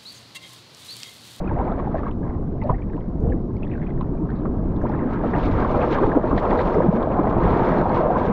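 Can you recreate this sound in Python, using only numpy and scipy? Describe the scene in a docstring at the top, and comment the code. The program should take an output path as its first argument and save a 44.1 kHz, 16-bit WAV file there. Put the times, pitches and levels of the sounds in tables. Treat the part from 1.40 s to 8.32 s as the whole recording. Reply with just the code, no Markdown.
"""Choppy open sea, heard by a wet, muffled camera on the deck of a surfboard as the surfer paddles out.
Water burbles under the hull, the flow past the rails feeds bubbles, foam and spray, and gusts buffet
the microphone. A light stroke and dripping give way to hard paddling: each stroke folds in ringing
bubbles and throws spray, large air pockets gulp, and chop slaps the board."""
import sys
import numpy as np
from scipy import signal
from scipy.fft import rfft, irfft
from scipy.io import wavfile
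from scipy.ndimage import uniform_filter1d

SR = 44100
rng = np.random.default_rng(int(sys.argv[2]) if len(sys.argv) > 2 else 0)


def waveform_to_disk(signal):
    """Save audio, clipped to [-1, 1], as 16-bit WAV at the path in sys.argv[1]."""
    frames = np.transpose(np.atleast_2d(signal))
    scaled = np.clip(frames, -1, 1) * 32767
    samples = np.round(scaled).astype(np.int16)
    wavfile.write(sys.argv[1], SR, samples)


N = 305172
TIME = np.arange(N) / SR


def gain_of(db):
    """Decibels to amplitude."""
    return 10 ** (np.asarray(db) / 20)


def unit_rms(x):
    """Scales to rms 1."""
    return x / np.sqrt(np.mean(x ** 2) + 1e-20)


def steadied(x, window_samples=6000):
    """Rides a texture to rms 1 in every stretch while keeping its fine grain."""
    return x / np.sqrt(abs(uniform_filter1d(x ** 2, window_samples)) + 1e-12)


def add(mix, start, sound):
    """Mixes a sound in at a start time in seconds."""
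    part = mix[max(round(start * SR), 0):][:len(sound)]
    part += sound[:len(part)]


def equalised(x, curve):
    """Applies an EQ curve of (Hz, dB) points at minimum phase, so attacks stay sharp."""
    bin_hz = abs(np.fft.fftfreq(4096, 1 / SR))
    hz, db = np.transpose(curve)
    log_gain = np.log(gain_of(np.interp(np.log(bin_hz + 1), np.log(hz + 1), db)))
    taps = np.fft.ifft(np.exp(np.conj(signal.hilbert(log_gain)))).real
    half = len(taps) // 2
    fade_out = signal.windows.tukey(len(taps), .5)[half:]
    return signal.oaconvolve(x, taps[:half] * fade_out)[:len(x)]


def resonate(x, hz, width_hz):
    """A steep resonance that can follow a moving pitch."""
    carrier = np.exp(2j * np.pi * np.cumsum(hz * np.ones(len(x))) / SR)
    pole = np.exp(-np.pi * width_hz / SR)
    return (carrier * signal.lfilter([(1 - pole) ** 2], [1, -2 * pole, pole * pole], x / carrier)).real


def wander(rate_hz):
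    """A smooth random modulator of rms 1, moving at roughly the given rate."""
    ratio = np.fft.rfftfreq(N, 1 / SR) / rate_hz
    return unit_rms(irfft(rfft(rng.standard_normal(N)) * ratio * np.exp(-ratio ** 2), N))


def decay(t, t60):
    """A tail that falls 60 dB in t60 seconds."""
    return np.exp(-np.log(1000) * t / t60)


def swell(middle, length):
    """A rounded rise and fall of height 1."""
    return np.cos(np.pi * np.clip((TIME - middle) / length, -.5, .5))


def with_swells(envelope, rows):
    """Lays swells (middle s, length s, dB) over an envelope; their powers sum."""
    power = sum((gain_of(db) * swell(middle, length)) ** 2 for middle, length, db in rows)
    return np.sqrt(envelope ** 2 + power)


def impacts(per_s, spread_db):
    """A random train of clicks; a positive spread makes a few louder, a negative one a few softer."""
    size = gain_of(spread_db * np.minimum(rng.exponential(1, N), 4))
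    polarity = rng.choice([-1., 1.], N)
    return size * polarity * (rng.random(N) < per_s / SR)


def ring(hz, t60, glide_octaves, onset_cycles):
    """A pocket of air pulsates and dies away; its pitch slides as its depth changes."""
    t = np.arange(0, t60, 1 / SR)
    cycles = np.cumsum(hz * 2 ** (glide_octaves * t / t60)) / SR
    envelope = (1 - np.exp(-cycles / onset_cycles)) * decay(t, t60)
    return envelope / envelope.max() * np.sin(2 * np.pi * cycles)


def bubble_cloud(low_hz, high_hz, per_s, cycles, spread_db, glide, sizes):
    """Bubbles of many sizes, each ringing for about the same number of cycles."""
    out = np.zeros(N)
    for hz in np.geomspace(low_hz, high_hz, sizes):
        detuned_hz = hz * rng.uniform(0.99, 1.04)
        t60 = cycles / hz * rng.uniform(0.59, 1.37)
        bubble = ring(detuned_hz, t60, glide * rng.uniform(-0.54, 1), onset_cycles=0.23)
        share = hz / np.sqrt(low_hz * high_hz) / sizes  # small bubbles come more often
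        out += np.sqrt(hz) * signal.oaconvolve(impacts(per_s * share, spread_db), bubble)[:N]
    return unit_rms(out)


# Sub-heavy wind rumble. Each row: frequency in Hz, gain in dB.
WIND_EQ = [(8, -1), (22, 3.5), (42, 4.5), (60, 1), (100, 0), (160, -11), (400, -29), (1000, -87)]
# Gusts on the microphone. Each row: middle in seconds, length in seconds, level in dB.
WIND_GUSTS = [(0.154, 0.093, -20.5), (0.983, 0.24, -27.5), (1.323, 0.052, -17.5), (1.888, 0.23, -20.5),
              (2.577, 0.095, -24.5), (3.233, 0.54, -26), (4.136, 0.37, -22), (4.354, 0.22, -28.5),
              (4.663, 0.037, -16), (4.934, 0.084, -19.5), (5.24, 0.16, -32.5), (6.052, 0.23, -21)]


def wind_buffet():
    """Lumpy low pressure of moving air on the microphone: a breeze with gusts."""
    breeze = gain_of(-27.5 + wander(rate_hz=2))
    air = equalised(rng.standard_normal(N), WIND_EQ)
    return with_swells(breeze, WIND_GUSTS) * steadied(air, 5000)


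# The soft top of the surrounding sea. Each row: frequency in Hz, gain in dB.
SEA_EQ = [(1500, 0.5), (4000, -3), (6000, -6), (9000, -38.5)]


def sea_hiss():
    """Countless far ripples merge into a soft, smooth hiss."""
    return gain_of(-72.5) * unit_rms(equalised(rng.standard_normal(N), SEA_EQ))


# Brief dips in the rush of water. Each row: middle in seconds, length in seconds, gain in dB.
WATER_LULLS = [(4.809, 0.08, -3), (4.997, 0.075, -3.5), (5.513, 0.082, -4), (5.678, 0.062, -3),
               (6.463, 0.08, -2), (6.683, 0.12, -2)]


def lulls():
    """The gain that ducks hull, churn, foam and spray together."""
    return gain_of(sum(db * swell(middle, length) for middle, length, db in WATER_LULLS))


# The dark body of water under the board. Each row: frequency in Hz, gain in dB.
HULL_EQ = [(50, -20.5), (100, -7), (150, 0), (290, -2), (400, -9.5), (600, -20.5), (1000, -24),
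           (1600, -41.5), (2600, -54), (5000, -60), (6500, -59), (9000, -96)]
# The fader ride of the wash along the hull. Each row: time in seconds, level in dB.
HULL_RIDE = [(0, -28), (0.65, -29), (1.1, -28), (1.6, -31.5), (1.92, -25), (2.15, -28.5), (2.7, -26),
             (3.5, -25), (4.1, -23.5), (4.6, -26), (5.15, -27), (5.5, -23.5), (5.7, -25), (6.08, -22.5),
             (6.9, -25.5)]
# Wavelets lapping under the hull. Each row: middle in seconds, level in dB.
HULL_LAPS = [(0.47, -25.5), (0.83, -27.5), (1.14, -30.5), (1.55, -26.5), (2.02, -27), (2.36, -30),
             (2.84, -28), (3.07, -23.5), (3.45, -27), (6.13, -21.5), (6.32, -19.5), (6.41, -20)]
LAP_LENGTH_S = 0.063


def hull_burble():
    """Water burbles under the board in large, quickly damped pockets and swells as each wavelet laps."""
    burble = bubble_cloud(112, 707, per_s=900, cycles=19, spread_db=1.5, glide=0.32, sizes=24)
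    water = equalised(burble + gain_of(-6.5) * rng.standard_normal(N), HULL_EQ)
    wash = gain_of(np.interp(TIME, *np.transpose(HULL_RIDE)))
    laps = [(middle, LAP_LENGTH_S, db) for middle, db in HULL_LAPS]
    return with_swells(wash, laps) * lulls() * steadied(water)


# Turbulence beside the rails, calm while drifting and lively once under way.
# Each row: time in seconds, level in dB relative to full flow.
RAIL_FLOW = [(0, -10.5), (0.8, -22.5), (1.1, -21), (1.7, -21.5), (2.2, -21.5), (2.9, -16.5), (3.3, -14.5),
             (3.7, -12.5), (4.0, -6.5), (4.4, -2), (5.4, 0), (5.68, -2), (5.95, 0), (6.6, 2), (6.9, 0.5)]
# Pulls of the hand through the water.
# Each row: start in seconds, length in seconds, then relative levels in dB of churn, foam and spray.
PADDLE_STROKES = [(0.063, 0.62, -37.5, -52, -69), (3.395, 0.26, -37, -47, -72),
                  (3.681, 0.26, -41, -44, -66.5), (3.912, 0.7, -38, -39.5, -53),
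                  (4.966, 0.38, -31, -42.5, -53), (5.968, 0.44, -29, -37.5, -53),
                  (6.483, 0.11, -32, -38.5, -52.5), (6.733, 0.14, -37, -41.5, -54.5)]
STROKE_ATTACK_S, STROKE_RELEASE_S = 0.055, 0.041


def paddling(layer, full_flow_db, db_per_flow_db):
    """One layer's envelope: it follows the flow, and each stroke surges, holds and dies away."""
    flow_db = np.interp(TIME, *np.transpose(RAIL_FLOW))
    power = gain_of(full_flow_db + db_per_flow_db * flow_db) ** 2
    for start, length, churn_db, foam_db, spray_db in PADDLE_STROKES:
        db = {"churn": churn_db, "foam": foam_db, "spray": spray_db}[layer]
        attack = np.clip((TIME - start) / STROKE_ATTACK_S, 0, 1)
        release = np.exp(-np.maximum(TIME - start - length, 0) / STROKE_RELEASE_S)
        power += (gain_of(db) * attack * release) ** 2
    return np.sqrt(power) * lulls()


def density(envelope):
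    """More water in motion makes more bubbles: a factor on their rate, 1 at the peak."""
    return (envelope / envelope.max()) ** .7


# The throaty midrange of churned water. Each row: frequency in Hz, gain in dB.
CHURN_EQ = [(130, -23.5), (250, -2.5), (360, 4), (600, 2.5), (1050, -3), (1350, -14.5), (1900, -32.5),
            (2700, -46), (4000, -54), (8000, -92.5)]
# Lumps of water tumbling over.
# Each row: middle in seconds, length in seconds, then relative levels in dB of churn and foam.
WATER_SLOSHES = [(0.205, 0.091, -31, -47), (0.275, 0.14, -30.5, -46.5), (0.389, 0.054, -39.5, -51),
                 (0.559, 0.055, -32, -54), (0.682, 0.05, -48, -45.5), (0.866, 0.14, -39.5, -56.5),
                 (1.3, 0.03, -27, -55), (3.06, 0.03, -35, -48), (3.536, 0.056, -39, -49.5),
                 (3.853, 0.08, -31, -46.5), (3.959, 0.11, -26, -42.5), (4.074, 0.027, -27.5, -58),
                 (4.21, 0.12, -28, -36.5), (4.352, 0.064, -25, -48), (4.429, 0.09, -25.5, -34.5),
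                 (4.547, 0.099, -27, -34.5), (4.643, 0.072, -29, -36.5), (4.841, 0.032, -24, -44.5),
                 (5.044, 0.052, -22.5, -46), (5.144, 0.11, -22, -44), (5.204, 0.036, -23.5, -38.5),
                 (5.611, 0.059, -25, -52.5), (5.786, 0.045, -25.5, -49), (6.252, 0.22, -29.5, -40.5)]


def churn():
    """The hand drags air under: clumps of bubbles over a turbulent rush."""
    sloshes = [(middle, length, db) for middle, length, db, _ in WATER_SLOSHES]
    envelope = with_swells(paddling("churn", full_flow_db=-25, db_per_flow_db=0.92), sloshes)
    bubbles = bubble_cloud(240, 1697, per_s=2600 * density(envelope),
                           cycles=29.7, spread_db=2, glide=0.23, sizes=30)
    rush = unit_rms(impacts(8000, spread_db=-1))
    water = equalised(bubbles + gain_of(5.5) * rush, CHURN_EQ)
    flutter = gain_of(0.36 * wander(rate_hz=24))
    return gain_of(1.9) * envelope * steadied(water * flutter, 3000)


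# The upper-mid tinkle of foam. Each row: frequency in Hz, gain in dB.
FOAM_EQ = [(600, -23.5), (1100, 11), (1550, 3), (1900, -1.5), (2400, -11.5), (3100, -23), (4200, -25.5),
           (8000, -72)]


def foam():
    """Small bubbles tinkle in slow water and merge into a rush in a hard stroke."""
    sloshes = [(middle, length, db) for middle, length, _, db in WATER_SLOSHES]
    envelope = with_swells(paddling("foam", full_flow_db=-42.5, db_per_flow_db=0.92), sloshes)
    bubbles = bubble_cloud(1100, 3400, per_s=5000 * density(envelope),
                           cycles=46, spread_db=3.5, glide=0.72, sizes=26)
    water = equalised(bubbles + gain_of(1.5) * rng.standard_normal(N), FOAM_EQ)
    flutter = gain_of(0.51 * wander(rate_hz=30))
    return gain_of(1.73) * envelope * steadied(water * flutter, 4000)


# The bright presence of spray. Each row: frequency in Hz, gain in dB.
SPRAY_EQ = [(1200, -19), (2200, 7), (2600, 0), (3100, -2), (3900, -4), (4900, -13.5), (6200, -19.5),
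            (8000, -24.5), (10000, -49), (14000, -62.5)]
# Flicks of spray off the hand. Each row: middle in seconds, length in seconds, relative level in dB.
SPRAY_FLICKS = [(0.4, 0.06, -61), (0.586, 0.055, -58.5), (3.73, 0.08, -56), (3.885, 0.13, -56),
                (3.998, 0.043, -53), (4.045, 0.08, -46.5), (4.118, 0.027, -52.5), (4.205, 0.076, -53.5),
                (4.321, 0.036, -48), (4.437, 0.066, -51.5), (4.529, 0.07, -43), (4.67, 0.16, -55),
                (4.891, 0.11, -56), (4.982, 0.07, -48), (5.111, 0.065, -50.5), (5.213, 0.077, -51),
                (5.279, 0.078, -53.5), (5.453, 0.06, -58), (5.552, 0.088, -55), (5.898, 0.087, -59),
                (6.074, 0.22, -57.5), (6.28, 0.2, -52), (6.383, 0.07, -54), (6.561, 0.06, -48.5),
                (6.796, 0.04, -52.5), (6.859, 0.04, -51.5)]


def spray():
    """Thrown drops patter back on the sea and leave tiny bubbles; the largest crack one by one."""
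    envelope = with_swells(paddling("spray", full_flow_db=-58.5, db_per_flow_db=1), SPRAY_FLICKS)
    bubbles = bubble_cloud(2200, 6500, per_s=3500 * density(envelope),
                           cycles=62, spread_db=2.5, glide=0.088, sizes=26)
    patter = unit_rms(impacts(8000, spread_db=2))
    crackle = unit_rms(impacts(170, spread_db=2.5))
    water = equalised(bubbles + gain_of(6) * patter + gain_of(6.5) * crackle, SPRAY_EQ)
    flutter = gain_of(0.82 * wander(rate_hz=35))
    return gain_of(0.4) * envelope * steadied(water * flutter, 4000)


# The thin, peaky tone of dripping. Each row: frequency in Hz, gain in dB.
TRICKLE_EQ = [(1000, -7.5), (1800, 6.5), (2800, -14.5), (4000, -19.5), (6500, -30)]
# Run-off from the arm and the board's nose. Each row: middle in seconds, length in seconds, level in dB.
RUN_OFF = [(0.246, 0.68, -53.5), (0.658, 0.19, -54), (0.9, 0.16, -59.5), (1.324, 0.3, -57.5),
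           (1.568, 0.26, -57.5), (2.388, 0.49, -53), (2.946, 0.18, -55.5), (3.642, 0.42, -49.5)]


def trickle():
    """Thin runs of water break into an irregular string of tiny, short-lived bubbles."""
    drips = bubble_cloud(1400, 4200, per_s=420, cycles=37, spread_db=5, glide=0.22, sizes=14)
    return with_swells(0, RUN_OFF) * steadied(equalised(drips, TRICKLE_EQ))


def spatter(hz, t60, attack_s=0.0011):
    """A short burst of tiny bubbles of like size, played as a band of noise with peak 1."""
    t = np.arange(SR // 5) / SR
    burst = rng.standard_normal(len(t)) * (1 - np.exp(-t / attack_s)) * decay(t, t60)
    for _ in range(2):
        burst = resonate(burst, hz, width_hz=.5 * hz)
    return burst / abs(burst).max()


# Close-up bubbles, from deep gulps to small drips. Each row: start in seconds, relative level in dB,
# pitch in Hz, 60 dB decay time in seconds, glide in octaves over that time.
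CLOSE_BUBBLES = [(0.075, -37.5, 2520, 0.048, -0.31), (0.077, -30, 1370, 0.046, 0.2),
                 (0.094, -32, 1685, 0.054, -0.47), (0.112, -20.5, 885, 0.029, 0.046),
                 (0.167, -19, 714, 0.04, -0.1), (0.197, -14.5, 760, 0.055, 0.1),
                 (0.212, -19.5, 970, 0.044, 0), (0.276, -15.5, 790, 0.054, 0.14),
                 (0.317, -19, 670, 0.059, 0.18), (0.321, -26, 1275, 0.051, 0.25),
                 (0.385, -22, 560, 0.04, 0), (0.398, -21.5, 1130, 0.034, -0.15),
                 (0.553, -30, 1580, 0.028, 0.2), (0.582, -32.5, 1750, 0.046, -0.05),
                 (0.593, -28, 1140, 0.04, 0), (0.632, -16, 398, 0.03, -0.098),
                 (0.633, -25, 1220, 0.025, -0.057), (0.472, -18.5, 804, 0.033, -0.18),
                 (0.544, -12, 665, 0.042, -0.017), (0.666, -20, 1126, 0.052, -0.15),
                 (1.216, -31.5, 2110, 0.04, -0.45), (1.222, -23.5, 883, 0.045, -0.034),
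                 (1.243, -20, 585, .07, 0.2), (1.296, -10, 983, 0.05, -0.017),
                 (1.340, -39, 1850, 0.032, -0.042), (1.420, -40, 2360, 0.022, -0.1),
                 (1.578, -26.5, 980, 0.029, -0.036), (1.921, -31, 1790, 0.036, -0.63),
                 (2.167, -42.5, 2210, 0.017, 0), (2.231, -31.5, 2530, 0.024, 0.3),
                 (2.336, -37, 1840, 0.031, 0), (2.379, -32.5, 1530, 0.024, -0.046),
                 (2.417, -33, 1780, 0.012, 0), (2.428, -39, 2130, 0.025, 0), (2.467, -44, 2480, 0.037, 0),
                 (2.506, -42, 2020, 0.033, 0), (2.61, -21, 1050, 0.041, -0.16),
                 (2.902, -33, 1570, 0.023, 0), (3.055, -20.5, 1100, 0.017, -0.14),
                 (3.439, -17, 590, 0.07, 0.28), (3.452, -20, 940, 0.045, 0.088),
                 (3.497, -19, 840, 0.032, 0.14), (3.538, -31.5, 1670, 0.04, 0.35),
                 (3.836, -15, 640, 0.056, -0.041), (4.248, -12, 1096, 0.033, -0.12),
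                 (4.303, -13.5, 580, 0.034, 0.13), (4.344, -16.5, 822, 0.07, -0.3),
                 (4.474, -13.5, 510, 0.052, 0), (4.585, -14, 1070, 0.043, 0.1), (4.749, -15, 930, 0.03, 0),
                 (4.912, -15.5, 1100, 0.035, -0.07), (4.771, -3.5, 500, 0.024, 0.081),
                 (4.976, -11, 680, 0.029, 0), (5.404, -7, 510, 0.042, -0.054),
                 (5.445, -10, 336, 0.04, 0.04), (5.527, -14, 624, 0.034, 0),
                 (5.672, -9.5, 640, 0.03, -0.045), (5.712, -12, 537, 0.033, 0.13),
                 (5.778, -11.5, 760, 0.046, -0.46), (5.791, -8, 310, 0.065, -0.11),
                 (5.841, -14.5, 700, 0.031, 0), (5.870, -7, 623, 0.045, 0.26), (6.500, -13, 843, 0.04, 0),
                 (6.570, -11, 1030, 0.036, 0), (6.758, -15, 1033, 0.045, -0.053),
                 (6.456, -9, 738, 0.041, 0.043), (6.635, -12, 607, 0.035, 0.079),
                 (6.700, -14, 749, 0.15, -0.24)]
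PINCH_OFF_S = 0.00048  # a bubble takes a moment to part from the surface


def plops():
    """Single near bubbles ring out above the wash, each with a wet spatter and three quieter bubbles."""
    out = np.zeros(N)
    for start, db, hz, t60, glide in CLOSE_BUBBLES:
        add(out, start, gain_of(db) * ring(hz, t60, glide, onset_cycles=0.2 + PINCH_OFF_S * hz))
        add(out, start, gain_of(db - 13) * spatter(1.152 * hz, t60=0.033))
        for delay, octaves in rng.uniform([.002, -.3], [.02, .45], size=(3, 2)):
            companion = ring(hz * 2 ** octaves, 0.36 * t60, glide, onset_cycles=2)
            add(out, start + delay, gain_of(db - 13.5) * companion)
    return gain_of(-3.5) * out


# Blobs of water landing. Each row: start in seconds, relative level in dB,
# 60 dB decay time in seconds, centre frequency in Hz.
WATER_BLOBS = [(0.140, -45, 0.025, 2200), (0.394, -37, 0.025, 1890), (0.569, -38, 0.025, 1900),
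               (0.711, -41, 0.025, 2920), (0.827, -36.5, 0.05, 1550), (0.897, -39, 0.025, 1900),
               (1.237, -45, 0.02, 4100), (1.272, -49, 0.027, 2260), (1.299, -35, 0.025, 1830),
               (1.310, -52.5, .03, 3370), (1.346, -40, 0.055, 1930), (1.381, -40, 0.079, 1800),
               (1.498, -40, 0.018, 1960), (1.898, -45.5, 0.028, 2600), (2.222, -44.5, 0.034, 1900),
               (2.465, -46, 0.04, 2500), (2.166, -53, 0.025, 4600), (2.31, -36, 0.18, 2320),
               (2.608, -43, 0.024, 3650), (2.61, -41, 0.028, 2500), (2.888, -33, 0.027, 1460),
               (2.902, -52, 0.033, 3700), (2.954, -54, 0.15, 3900), (3.055, -34, 0.024, 1400),
               (3.360, -48, 0.045, 3700), (3.412, -29.5, 0.03, 1450), (3.415, -58, 0.04, 5730),
               (3.466, -40, 0.06, 2090), (3.489, -51, 0.043, 4660), (3.590, -47, 0.04, 2550),
               (3.934, -19.5, 0.057, 1600), (3.95, -32, 0.022, 2670), (4.248, -30.5, 0.025, 1700),
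               (4.413, -27, 0.035, 2620), (4.056, -45, 0.012, 5200), (4.127, -49, 0.012, 4960),
               (4.543, -42, 0.02, 5200), (5.346, -46.5, 0.012, 5300), (4.521, -33, 0.09, 3030),
               (4.713, -21, 0.042, 1530), (4.872, -29, 0.02, 1840), (4.976, -31.5, 0.04, 3600),
               (4.978, -19.5, 0.04, 1750), (5.108, -24, 0.025, 1860), (5.187, -19.5, 0.09, 1810),
               (5.200, -45.5, 0.06, 3900), (5.341, -25, 0.04, 1770), (5.417, -25.5, 0.046, 1700),
               (5.627, -35.5, 0.022, 3460), (5.714, -35.5, 0.041, 2410), (5.868, -27, 0.057, 1770),
               (6.124, -31.5, 0.035, 2100), (6.268, -28, 0.05, 1920), (6.492, -40.5, 0.02, 4200)]


def splats():
    """Blobs of water land near by and burst into spatter."""
    out = np.zeros(N)
    for start, db, t60, hz in WATER_BLOBS:
        add(out, start, gain_of(db) * spatter(hz, t60))
    return gain_of(-3.5) * out


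# Cavities opening or closing in the water. Each row: start in seconds, length in seconds,
# relative level in dB, first pitch in Hz, last pitch in Hz.
AIR_POCKETS = [(0.169, 0.057, -35, 780, 1064), (0.254, 0.041, -35, 890, 760),
               (0.819, 0.19, -44, 1130, 1010), (1.225, 0.13, -29.5, 507, 807),
               (1.792, 0.2, -29.5, 436, 510), (1.809, 0.13, -38.5, 670, 708),
               (3.608, 0.08, -24.5, 280, 329), (3.662, 0.11, -37, 1244, 1330),
               (4.035, 0.066, -22.5, 226.6, 450), (4.331, 0.092, -22, 612, 535),
               (4.605, 0.051, -16, 306, 523), (4.671, 0.034, -18, 380, 300), (4.75, 0.03, -10.5, 253, 318),
               (4.89, 0.1, -19.5, 406, 165), (5.091, 0.055, -21, 418, 327), (5.353, 0.049, -15, 478, 378),
               (5.42, 0.0895, -21, 368, 158.5), (5.464, 0.042, -15.5, 163.5, 194),
               (5.53, 0.035, -18.5, 221, 245), (6.024, 0.051, -22, 171, 109),
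               (6.038, 0.21, -27.5, 1103, 866), (6.105, 0.048, -30, 229, 250), (6.589, 0.14, -21, 480, 739),
               (6.723, 0.11, -30, 1057, 1003), (6.860, 0.1, -19.5, 153, 252)]


def gurgles():
    """Turbulence excites a pocket of air whose pitch slides as it swells or shrinks."""
    out = np.zeros(N)
    for start, length, db, first_hz, last_hz in AIR_POCKETS:
        hz = np.geomspace(first_hz, last_hz, round(length * SR))
        turbulence = resonate(rng.standard_normal(len(hz)), hz, width_hz=0.43 * hz.mean())
        pulsation = np.sin(2 * np.pi * (np.cumsum(hz) / SR + rng.random()))
        pocket = unit_rms(turbulence) + gain_of(-3) * unit_rms(pulsation)
        add(out, start, gain_of(db) * unit_rms(pocket * signal.windows.tukey(len(hz), .5)))
    lowpass = signal.butter(2, 3500, fs=SR, output="sos")
    return gain_of(-3) * signal.sosfilt(lowpass, out)


# Chop hitting the underside. 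Each row: start in seconds, relative level in dB, pitch in Hz,
# 60 dB decay time in seconds.
CHOP_HITS = [(1.302, -12, 160, 0.06), (1.304, -19, 34.7, 0.12), (1.793, -12, 45.5, 0.08),
             (1.837, -10, 65, 0.054), (1.874, -14.5, 206, 0.092), (4.065, -19, 87, 0.077)]


def chop_thumps():
    """Chop traps air under the nose and shoves the board; the foam core dulls the blow."""
    out = np.zeros(N)
    for start, db, hz, t60 in CHOP_HITS:
        add(out, start, gain_of(db) * ring(hz, t60, glide_octaves=-0.39, onset_cycles=0.083))
    core_lowpass = signal.butter(2, 1200, fs=SR, output="sos")
    return gain_of(-1.5) * signal.sosfilt(core_lowpass, out)


# The crisp top of the high ticks and crackle. Each row: frequency in Hz, gain in dB.
TICK_EQ = [(1500, -37.5), (5000, -2.5), (9000, 9.5), (13000, 1.5)]
# Scattered faint ticks. Each row: start in seconds, peak level in dB before the EQ.
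FAINT_TICKS = [(1.340, -63), (1.414, -64), (1.805, -52), (1.864, -56), (1.897, -54), (4.970, -58),
               (5.001, -49), (5.228, -51.5)]


def high_ticks():
    """Tiny, faint, bright ticks."""
    out = np.zeros(N)
    t = np.arange(SR // 50) / SR
    for start, db in FAINT_TICKS:
        tick = rng.standard_normal(len(t)) * decay(t, t60=0.007)
        add(out, start, gain_of(db) * tick / abs(tick).max())
    return equalised(out, TICK_EQ)


# Patches of crackle. Each row: middle in seconds, length in seconds, relative level in dB.
FAINT_CRACKLES = [(1.865, 0.15, -77), (4.53, 0.07, -78), (4.766, 0.04, -71), (5.11, 0.42, -75)]


def high_crackle():
    """Brief patches of very faint, high crackle."""
    crackle = equalised(impacts(1200, spread_db=5.5), TICK_EQ)
    return with_swells(0, FAINT_CRACKLES) * unit_rms(crackle)


# Sheets of spray landing. Each row: middle in seconds, length in seconds, level in dB.
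SPRAY_SHEETS = [(4.05, 0.094, -54), (5.198, 0.065, -49)]


def sizzle():
    """A sheet of spray leaves a raft of tiny bubbles of nearly one size, which fizz together."""
    fizz = resonate(impacts(5000, spread_db=6), hz=3870, width_hz=880)
    return with_swells(0, SPRAY_SHEETS) * unit_rms(fizz)


def scene():
    """Open water in mono, with no echo: a bed of wind and wash under close spot effects."""
    bed = wind_buffet() + sea_hiss() + hull_burble() + churn() + foam() + spray()
    fine_grain = trickle() + sizzle() + high_crackle()
    spots = gurgles() + plops() + splats() + chop_thumps() + high_ticks()
    return (bed + fine_grain + spots)[None]


# The treble roll-off of the wet microphone port. Each row: frequency in Hz, gain in dB.
WET_PORT_EQ = [(5500, 0), (7000, 0), (9000, -8), (12000, -14)]
BAND_LIMIT_HZ = 14700


def record(dry):
    """A film of water over the microphone port dulls the top, then the camera limits the band."""
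    muffled = equalised(dry[0], WET_PORT_EQ)
    lowpass = signal.firwin(511, BAND_LIMIT_HZ, window=("kaiser", 9), fs=SR)
    return signal.oaconvolve(muffled, lowpass, "same")[None]


dry = scene()
out = record(dry)
waveform_to_disk(out)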